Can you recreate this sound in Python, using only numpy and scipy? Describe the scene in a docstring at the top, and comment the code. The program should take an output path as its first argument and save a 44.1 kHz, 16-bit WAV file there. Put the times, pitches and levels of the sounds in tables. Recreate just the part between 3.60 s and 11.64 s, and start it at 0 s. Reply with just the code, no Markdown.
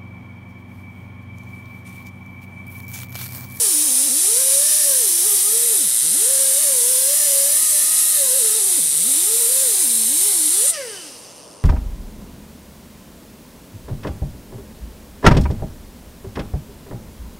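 """An air die grinder works a small casting on a bench: its exhaust hisses as filtered noise chopped by the vanes.
The vane motor whines in sine orders of its vane rate, which sags and nearly stalls under load.
The valve shuts and the rotor coasts down: loose vanes rattle as pulsed noise through housing resonances,
with a brief squeal. The steady hum of the workshop, shaped noise, is left. A short room tail surrounds it."""
import sys
import numpy as np
from scipy import signal
from scipy.fft import rfft, irfft, next_fast_len
from scipy.io import wavfile
from scipy.ndimage import uniform_filter1d, map_coordinates

SR = 44100
rng = np.random.default_rng(int(sys.argv[2]) if len(sys.argv) > 2 else 0)


def file_out(sig):
    """Save sig as 16-bit WAV at sys.argv[1]."""
    # one column per channel
    cols = np.atleast_2d(sig).T
    # limit, then scale
    lim = np.clip(cols, -1, 1)
    pcm = np.round(lim * 32767).astype(np.int16)
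    wavfile.write(sys.argv[1], SR, pcm)


N = 354547
TIME_S = np.arange(N) / SR
SHUT_S = 7.11  # the valve closes


def amp(db):
    """Decibel law: 20 dB is a factor of ten in amplitude."""
    return 10 ** (np.asarray(db) / 20)


def unit(x):
    """Normalization: scale to a root-mean-square of 1."""
    return x / np.sqrt(np.mean(x ** 2) + 1e-20)


def along(points, hz):
    """Spectral interpolation: (frequency, value) points joined on a log-frequency axis."""
    f, v = np.transpose(points)
    return np.interp(np.log(hz + 1), np.log(f + 1), v)


def curves(rows):
    """Linear interpolation in time: one value per sample for each column after the time."""
    s, *cols = np.transpose(rows)
    return [np.interp(TIME_S, s, c) for c in cols]


def wobble(rate):
    """Slow random modulation: a smooth curve through rate random knots a second."""
    at = np.arange(0, N + 32, 32)
    knots = rng.standard_normal(int(N * rate / SR) + 4)
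    return np.interp(np.arange(N), at, map_coordinates(knots, [at * rate / SR]))


def filtered(x, response):
    """Linear filtering: the spectrum is multiplied by a response of frequency."""
    m = next_fast_len(N + SR // 2)
    return irfft(rfft(x, m) * response(np.fft.rfftfreq(m, 1 / SR)), m)[..., :N]


def band(f, hz, width_hz):
    """Damped resonance: a second-order response with peak gain 1."""
    return 1j * f * width_hz / (hz * hz - f * f + 1j * f * width_hz)


def puffs(turn, depth):
    """Periodic flow modulation: white noise swells once per vane pass."""
    return unit(rng.standard_normal(N) * np.exp(depth * np.cos(turn)))


def raised(slow, carrier):
    """Quadrature modulation: two low-passed noises become one noise band around the carrier."""
    return unit(slow[0] * np.cos(carrier) + slow[1] * np.sin(carrier))


def coasting():
    """Valve switching: 0 under air, 1 once the valve has shut, with a 43 ms ramp."""
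    return np.clip((TIME_S - SHUT_S) / 0.043, 0, 1)


def streaked(x, depth_db):
    """Shifting reflections off bench, tools and hands: narrow bands swell and fade."""
    z = signal.stft(x, nperseg=512)[2]
    field = uniform_filter1d(rng.standard_normal(z.shape), size=3, axis=0)
    field = uniform_filter1d(field, size=70, axis=1)
    field = uniform_filter1d(field, size=25, axis=1)
    field = field - uniform_filter1d(field, size=14, axis=0)  # broad colour stays as it is
    return signal.istft(z * amp(depth_db * unit(field)), nperseg=512)[1][:N]


# The vane motor sags and recovers as the brush is pressed and eased, before small random snags:
# time_s, vane_rate_hz
MOTOR_SPEED = [(0.0, 495), (0.15, 295.3), (0.26, 311), (0.3, 254.0), (0.41, 261.8), (0.47, 304.7),
               (0.5, 233.7), (0.68, 408.3), (0.81, 533.5), (0.9, 533.0), (1.05, 589.6), (1.14, 607),
               (1.24, 592.0), (1.33, 529), (1.39, 516), (1.5, 342.7), (1.61, 342.6), (1.67, 431),
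               (1.8, 374), (1.95, 456.0), (2.06, 479.0), (2.12, 444), (2.17, 378.0), (2.29, 124.0),
               (2.4, 111.0), (2.44, 153.6), (2.51, 165.9), (2.61, 414.0), (2.7, 541.5), (2.94, 534.3),
               (3.02, 616), (3.11, 541.0), (3.22, 472), (3.32, 520), (3.37, 514.0), (3.47, 544),
               (3.58, 609), (3.73, 552), (3.77, 550.0), (3.88, 568.5), (4.01, 633), (4.18, 591),
               (4.35, 634.5), (4.55, 623.0), (4.61, 560.0), (4.7, 500), (4.78, 553), (4.82, 458.0),
               (4.91, 418), (4.97, 454), (5.02, 392.0), (5.06, 398), (5.15, 335), (5.17, 349),
               (5.21, 172.0), (5.3, 135.5), (5.42, 174.0), (5.49, 267), (5.55, 281.0), (5.64, 379.0),
               (5.7, 442.0), (5.81, 481), (5.86, 452), (5.92, 523.0), (6.02, 536), (6.05, 523.0),
               (6.15, 380.7), (6.22, 352.0), (6.27, 241.3), (6.46, 218.6), (6.58, 335.5), (6.67, 427),
               (6.8, 313.5), (6.88, 300.0), (7.01, 435), (7.08, 619), (7.12, 684)]
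COAST_S, COAST_BEND = .42, .93  # time to fall by 1/e without air; a bend under 1 is faster at first


def rotor():
    """Rotor dynamics: vane rate and its running phase, loaded under air, then a free run-down."""
    free_s = np.clip(TIME_S - MOTOR_SPEED[-1][0], 0, None)
    hz = curves(MOTOR_SPEED)[0] * np.exp(-(free_s / COAST_S) ** COAST_BEND)
    hz = hz * (1 + 0.00596 * wobble(60))  # the brush snags and frees
    return hz, 2 * np.pi * np.cumsum(hz) / SR


# Bands of the exhaust jet, levels relative: centre_hz, width_hz, level_db, speed_db_per_octave,
# drift_db_per_step, sheen_db_per_step, flare_db
JET_BANDS = [(4023, 830, -38, -1.5, 5.5, 3, 5), (5796, 2900, -31, 1, -4.5, -0.7, 2),
             (8616, 1160, -24, -.6, 2, 1.5, 10), (9640, 1730, -19, 1.4, 0.3, -2, -3),
             (10960, 1730, -23, 1.5, -1.5, 3, .1), (13280, 1400, -33, 1.5, 1, 5, -4),
             (14600, 1100, -37.5, 1, -7, -5.5, .1)]
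# Upper bands slide as the paths off bench and body change: time_s, pitch_factor
JET_SLIDE = [(0, 0.95), (.9, 0.95), (1.5, 1.02), (2.1, 1.01), (2.5, 0.97), (3.3, 1.03), (4.4, 1.0),
             (5.3, 1.015), (6.2, 1.1), (7.1, 0.92)]
# Air let through by the valve, relative: time_s, flow_db
VALVE_FLOW = [(0, 1.5), (6.95, 1), (7.03, 1.5), (7.104, -1), (7.113, -10), (7.13, -27), (7.17, -25),
              (7.25, -26.5), (8.04, -53)]
# Tool and hands move and the jet's colour drifts, toward hollow and in the top bands:
# time_s, drift_steps, sheen_steps
JET_AIM = [(0, -0.78, -0.5), (.3, -0.62, -1), (.75, -0.72, 0.3), (1.1, -1.13, 0.5), (1.8, -0.69, 0.3),
           (2.2, .1, 0.6), (2.6, -0.027, 0.1), (3.1, .1, 0), (3.4, -0.59, 0), (4.1, -.4, 0.4),
           (4.6, 0.16, 0.9), (5.3, 0.99, -1), (5.8, .8, .3), (6.3, 1.18, -0.8), (6.65, 0.43, 0.9),
           (7.05, 0.88, -0.6)]
# Broad rush of air through the turning motor and of the brush on metal, relative:
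# frequency_hz, density_db_per_hz
RUSH_SPECTRUM = [(410, -84), (700, -26.5), (1440, -23.5), (2080, -19), (2400, -19.5), (3940, -13.5),
                 (4430, -17.5), (6650, -8.5), (9480, 0.5), (11200, -6), (16000, -23)]
# Resonances of the casting under the brush, added to the rush: centre_hz, width_hz, gain_db
CASTING_RINGS = [(1325, 34, -0.5), (1780, 45, -7.5), (2040, 70, -6), (3100, 58, -5), (3480, 41, -10),
                 (3840, 120, -4), (4080, 20, -11), (4670, 100, -0.5), (5090, 75, 0.5), (5900, 43, -4),
                 (6600, 30, -20), (6600, 22, -24)]
FLARE_S = 0.079  # the jet changes colour over this time before the valve is shut


def exhaust(hz, turn):
    """Jet turbulence: bands of noise chopped by the vanes, more deeply at slower turning, over a broad rush."""
    depth = np.clip(.3 - 0.18 * np.log2(hz / 150), 0, 1)
    flow_db = curves(VALVE_FLOW)[0] + 0.055 * wobble(9)
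    slide_s = np.cumsum(curves(JET_SLIDE)[0]) / SR
    drift, sheen = curves(JET_AIM)
    octaves = uniform_filter1d(np.log2(hz / 450), size=SR // 8)
    flare = np.clip(1 + (TIME_S - SHUT_S) / FLARE_S, 0, 1)
    jet = 0
    for centre_hz, width_hz, db, speed_db, drift_db, sheen_db, flare_db in JET_BANDS:
        db = db + speed_db * octaves + drift_db * drift + sheen_db * sheen + flare_db * flare
        pair = np.array([puffs(turn, depth), puffs(turn, depth)])
        slow = filtered(pair, lambda f: 1 / (1 + (2 * f / width_hz) ** 2))
        # noise is lifted to the band's centre; only bands above 10 kHz slide
        carrier = 2 * np.pi * centre_hz * (slide_s if centre_hz > 10000 else TIME_S)
        level_db = db - 4 + 0.44 * wobble(7.6) + 0.64 * wobble(22)
        jet = jet + amp(level_db) * raised(slow, carrier)
    jet = filtered(jet, lambda f: 1 / (1 + (2000 / (f + 1)) ** 4))  # the jet carries no bass

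    def rush_response(f):
        """Modal superposition: casting resonances stand on the broad rush."""
        rings = sum(amp(db) * abs(band(f, c, w)) ** 2 for c, w, db in CASTING_RINGS)
        return amp(along(RUSH_SPECTRUM, f)) * (1 + rings)

    rush = unit(filtered(puffs(turn, depth), rush_response))
    speed_db = 1.34 * np.log2(hz / 500)  # faster turning moves more air
    # the air left in the motor drains more slowly than the jet dies
    rush_db = .7 * flow_db + speed_db - 21 + .6 * wobble(14)
    return streaked(amp(flow_db) * jet + amp(rush_db) * rush, depth_db=1.5)


# How a motor tone reaches the listener past bench and body, relative: frequency_hz, gain_db
TONE_PATH = [(110, -59), (145, -47), (200, -44), (250, -40), (310, -38.5), (370, -45), (455, -34.5),
             (490, -37.5), (545, -32.5), (588, -36), (608, -46), (630, -52.5), (680, -45), (770, -35.5),
             (900, -41.5), (1070, -38.5), (1170, -43), (1255, -32), (1340, -39), (1450, -40), (1580, -33.5),
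             (1680, -38.5), (1780, -29.5), (1880, -34.5), (2100, -33.5), (2400, -46), (2800, -42)]
# Orders of the vane rate, from the first up, relative: level_db, speed_db_per_octave, air_off_gain_db
VANE_ORDERS = [(2.5, -0.1, 2.5), (-10, -1.5, 2), (-12.5, 0, 4), (-21.5, 6, 18), (-31, -2, 20)]
FADE_DB_PER_OCTAVE = 16  # the coasting whine dies with the speed
STALL_HZ, STALL_DB_PER_OCTAVE = 151, 45  # below this rate the whole orders all but stop


def whine(hz, turn):
    """Harmonic orders: sines of the vane rate, and a faint half order from unequal vanes at speed."""
    octaves = np.log2(hz / 550)
    half_db = along(TONE_PATH, hz / 2) - 17 + 3.1 * octaves + 1.45 * wobble(20)
    tone = amp(half_db) * (1 - coasting()) * np.sin(turn / 2)
    stall_db = STALL_DB_PER_OCTAVE * np.minimum(0, np.log2(hz / STALL_HZ))
    for k, (db, slope_db, free_db) in enumerate(VANE_ORDERS, 1):
        level_db = along(TONE_PATH, k * hz) + db + slope_db * octaves
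        level_db = level_db + coasting() * (free_db + FADE_DB_PER_OCTAVE * octaves)
        flutter_db = (2.4 if k > 1 else 1.1) * wobble(22)
        tone = tone + amp(level_db + stall_db + flutter_db) * np.sin(k * turn)
    return tone


# The workshop's spectrum, relative: frequency_hz, density_db_per_hz
SHOP_SPECTRUM = [(15, -48), (25, -21), (108, -7), (270, -4.5), (412, -5), (579, -2), (732, -9.5), (985, -8),
                 (1380, -16.5), (4000, -34), (5200, -50), (8800, -120)]


def workshop():
    """Stationary noise: steady distant machinery as spectrally shaped random sound."""
    hum = filtered(rng.standard_normal(N), lambda f: amp(along(SHOP_SPECTRUM, f)))
    return amp(-49.5 + 0.29 * wobble(10)) * unit(hum)


# Reverberation of the room: frequency_hz, t60_s
ROOM_DECAY = [(300, 0.32), (3000, 0.37), (12000, 0.28)]


def room(x):
    """Reverberant decay: each frequency of a noise tail dies at its own speed."""
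    hz, t, z = signal.stft(rng.standard_normal(SR // 2), SR, nperseg=256)
    decay = amp(-60 * t / along(ROOM_DECAY, hz)[:, None])
    tail = signal.istft(z * decay, SR, nperseg=256)[1]
    delayed = np.pad(x, (300, 0))  # samples
    return signal.fftconvolve(delayed, tail / np.linalg.norm(tail))[:N]


# The coasting rotor's rattle and the hiss past its bearings, levels relative:
# time_s, rattle_db, hiss_db, hiss_hz
COAST_LEVELS = [(7.12, -26, -27, 8800), (7.2, -36.5, -53, 9540), (7.3, -36.5, -36, 9150),
                (7.46, -39.5, -49, 8680), (7.54, -42.5, -48, 9320), (7.6, -45.5, -56, 9250),
                (8.04, -56, -58, 9120)]
# Housing resonances that the loose vanes ring, relative: centre_hz, width_hz, level_db
HOUSING_MODES = [(2780, 354, 3.5), (4850, 560, 5.5), (5400, 260, 7.5), (6100, 540, 4.5), (8200, 810, -13),
                 (11620, 900, -25)]
# a brief squeal while the rotor slows, with steep edges outside its hold
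SQUEAL_S, SQUEAL_HOLD_S, SQUEAL_DB, SQUEAL_EDGE_DB_PER_S = 7.29, .12, -47.5, 606


def rattle(hz, turn):
    """Impact excitation: without air the vanes slap loosely, most distinctly near 120 passes a second."""
    depth = np.clip(.8 - .5 * np.abs(np.log2(hz / 120)), .1, 2) * (1 + .25 * wobble(20))

    def body(f):
        """Modal superposition: housing resonances with alternating sign."""
        return sum((-1) ** k * amp(db) * band(f, c, w) for k, (c, w, db) in enumerate(HOUSING_MODES))

    t = TIME_S - SQUEAL_S
    outside_s = np.maximum(0, np.maximum(-t, t - SQUEAL_HOLD_S))
    squeal = unit(filtered(puffs(turn, 0.35), lambda f: band(f, 3023, 90) ** 2))
    squeal = amp(SQUEAL_DB - SQUEAL_EDGE_DB_PER_S * outside_s) * squeal
    # the wheel stirs air
    wind = unit(filtered(rng.standard_normal(N), lambda f: band(f, 1980, 1500) ** 2))
    wind = amp(-45.0 + 11.0 * np.log2(hz / 600)) * wind
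    rattle_db, hiss_db, hiss_hz = curves(COAST_LEVELS)
    pair = np.array([puffs(turn, .2), puffs(turn, .2)])
    slow = filtered(pair, lambda f: 1 / (1 + (f / 600) ** 4))
    carrier = 2 * np.pi * np.cumsum(hiss_hz) / SR
    hiss = amp(hiss_db - 3.5 + 2.5 * wobble(40)) * raised(slow, carrier)
    slaps = amp(rattle_db - 3 + 1.38 * wobble(50)) * unit(filtered(puffs(turn, depth), body))
    return coasting() * (slaps + hiss + wind) + squeal


# Filter on the side signal of room and workshop: frequency_hz, gain_db
SIDE_GAIN = [(60, -26), (92, -24), (140, -26), (210, -16), (330, -10), (500, -9), (770, -4.5), (1170, -3),
             (1790, -21), (2740, -113), (4190, -27), (6410, -12.5), (9810, -19.5), (15000, -47)]


def scene():
    """Mid-side superposition: channels alike, apart from a little room and workshop sound."""
    hz, turn = rotor()
    tone = whine(hz, turn)
    air = exhaust(hz, turn) + rattle(hz, turn)
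    mid = tone + air + amp(-11.5) * room(tone + air) + workshop()
    side = room(air + amp(-15) * tone) + workshop()
    side = filtered(side, lambda f: amp(along(SIDE_GAIN, f)))
    return np.array([mid + side, mid - side]) * amp([[.1], [-.1]])  # slight balance in dB


TOP_HZ = 15760  # band limit


def record(dry):
    """Dynamic compression: gain falls as smoothed level rises, peaks are rounded, the top is cut."""
    keep = np.exp(-1 / (.15 * SR))  # 0.15 s averaging
    power = np.mean(dry ** 2, axis=0)
    level = signal.lfilter([1 - keep], [1, -keep], power, zi=[np.mean(power[:SR // 2])])[0]
    loud = dry * amp(-.16 * (10 * np.log10(level + 1e-9) + 12.5))
    rounded = loud / (1 + np.abs(loud / .68) ** 6) ** (1 / 6)
    return filtered(rounded, lambda hz: hz < TOP_HZ)


dry = scene()
out = record(dry)
file_out(out)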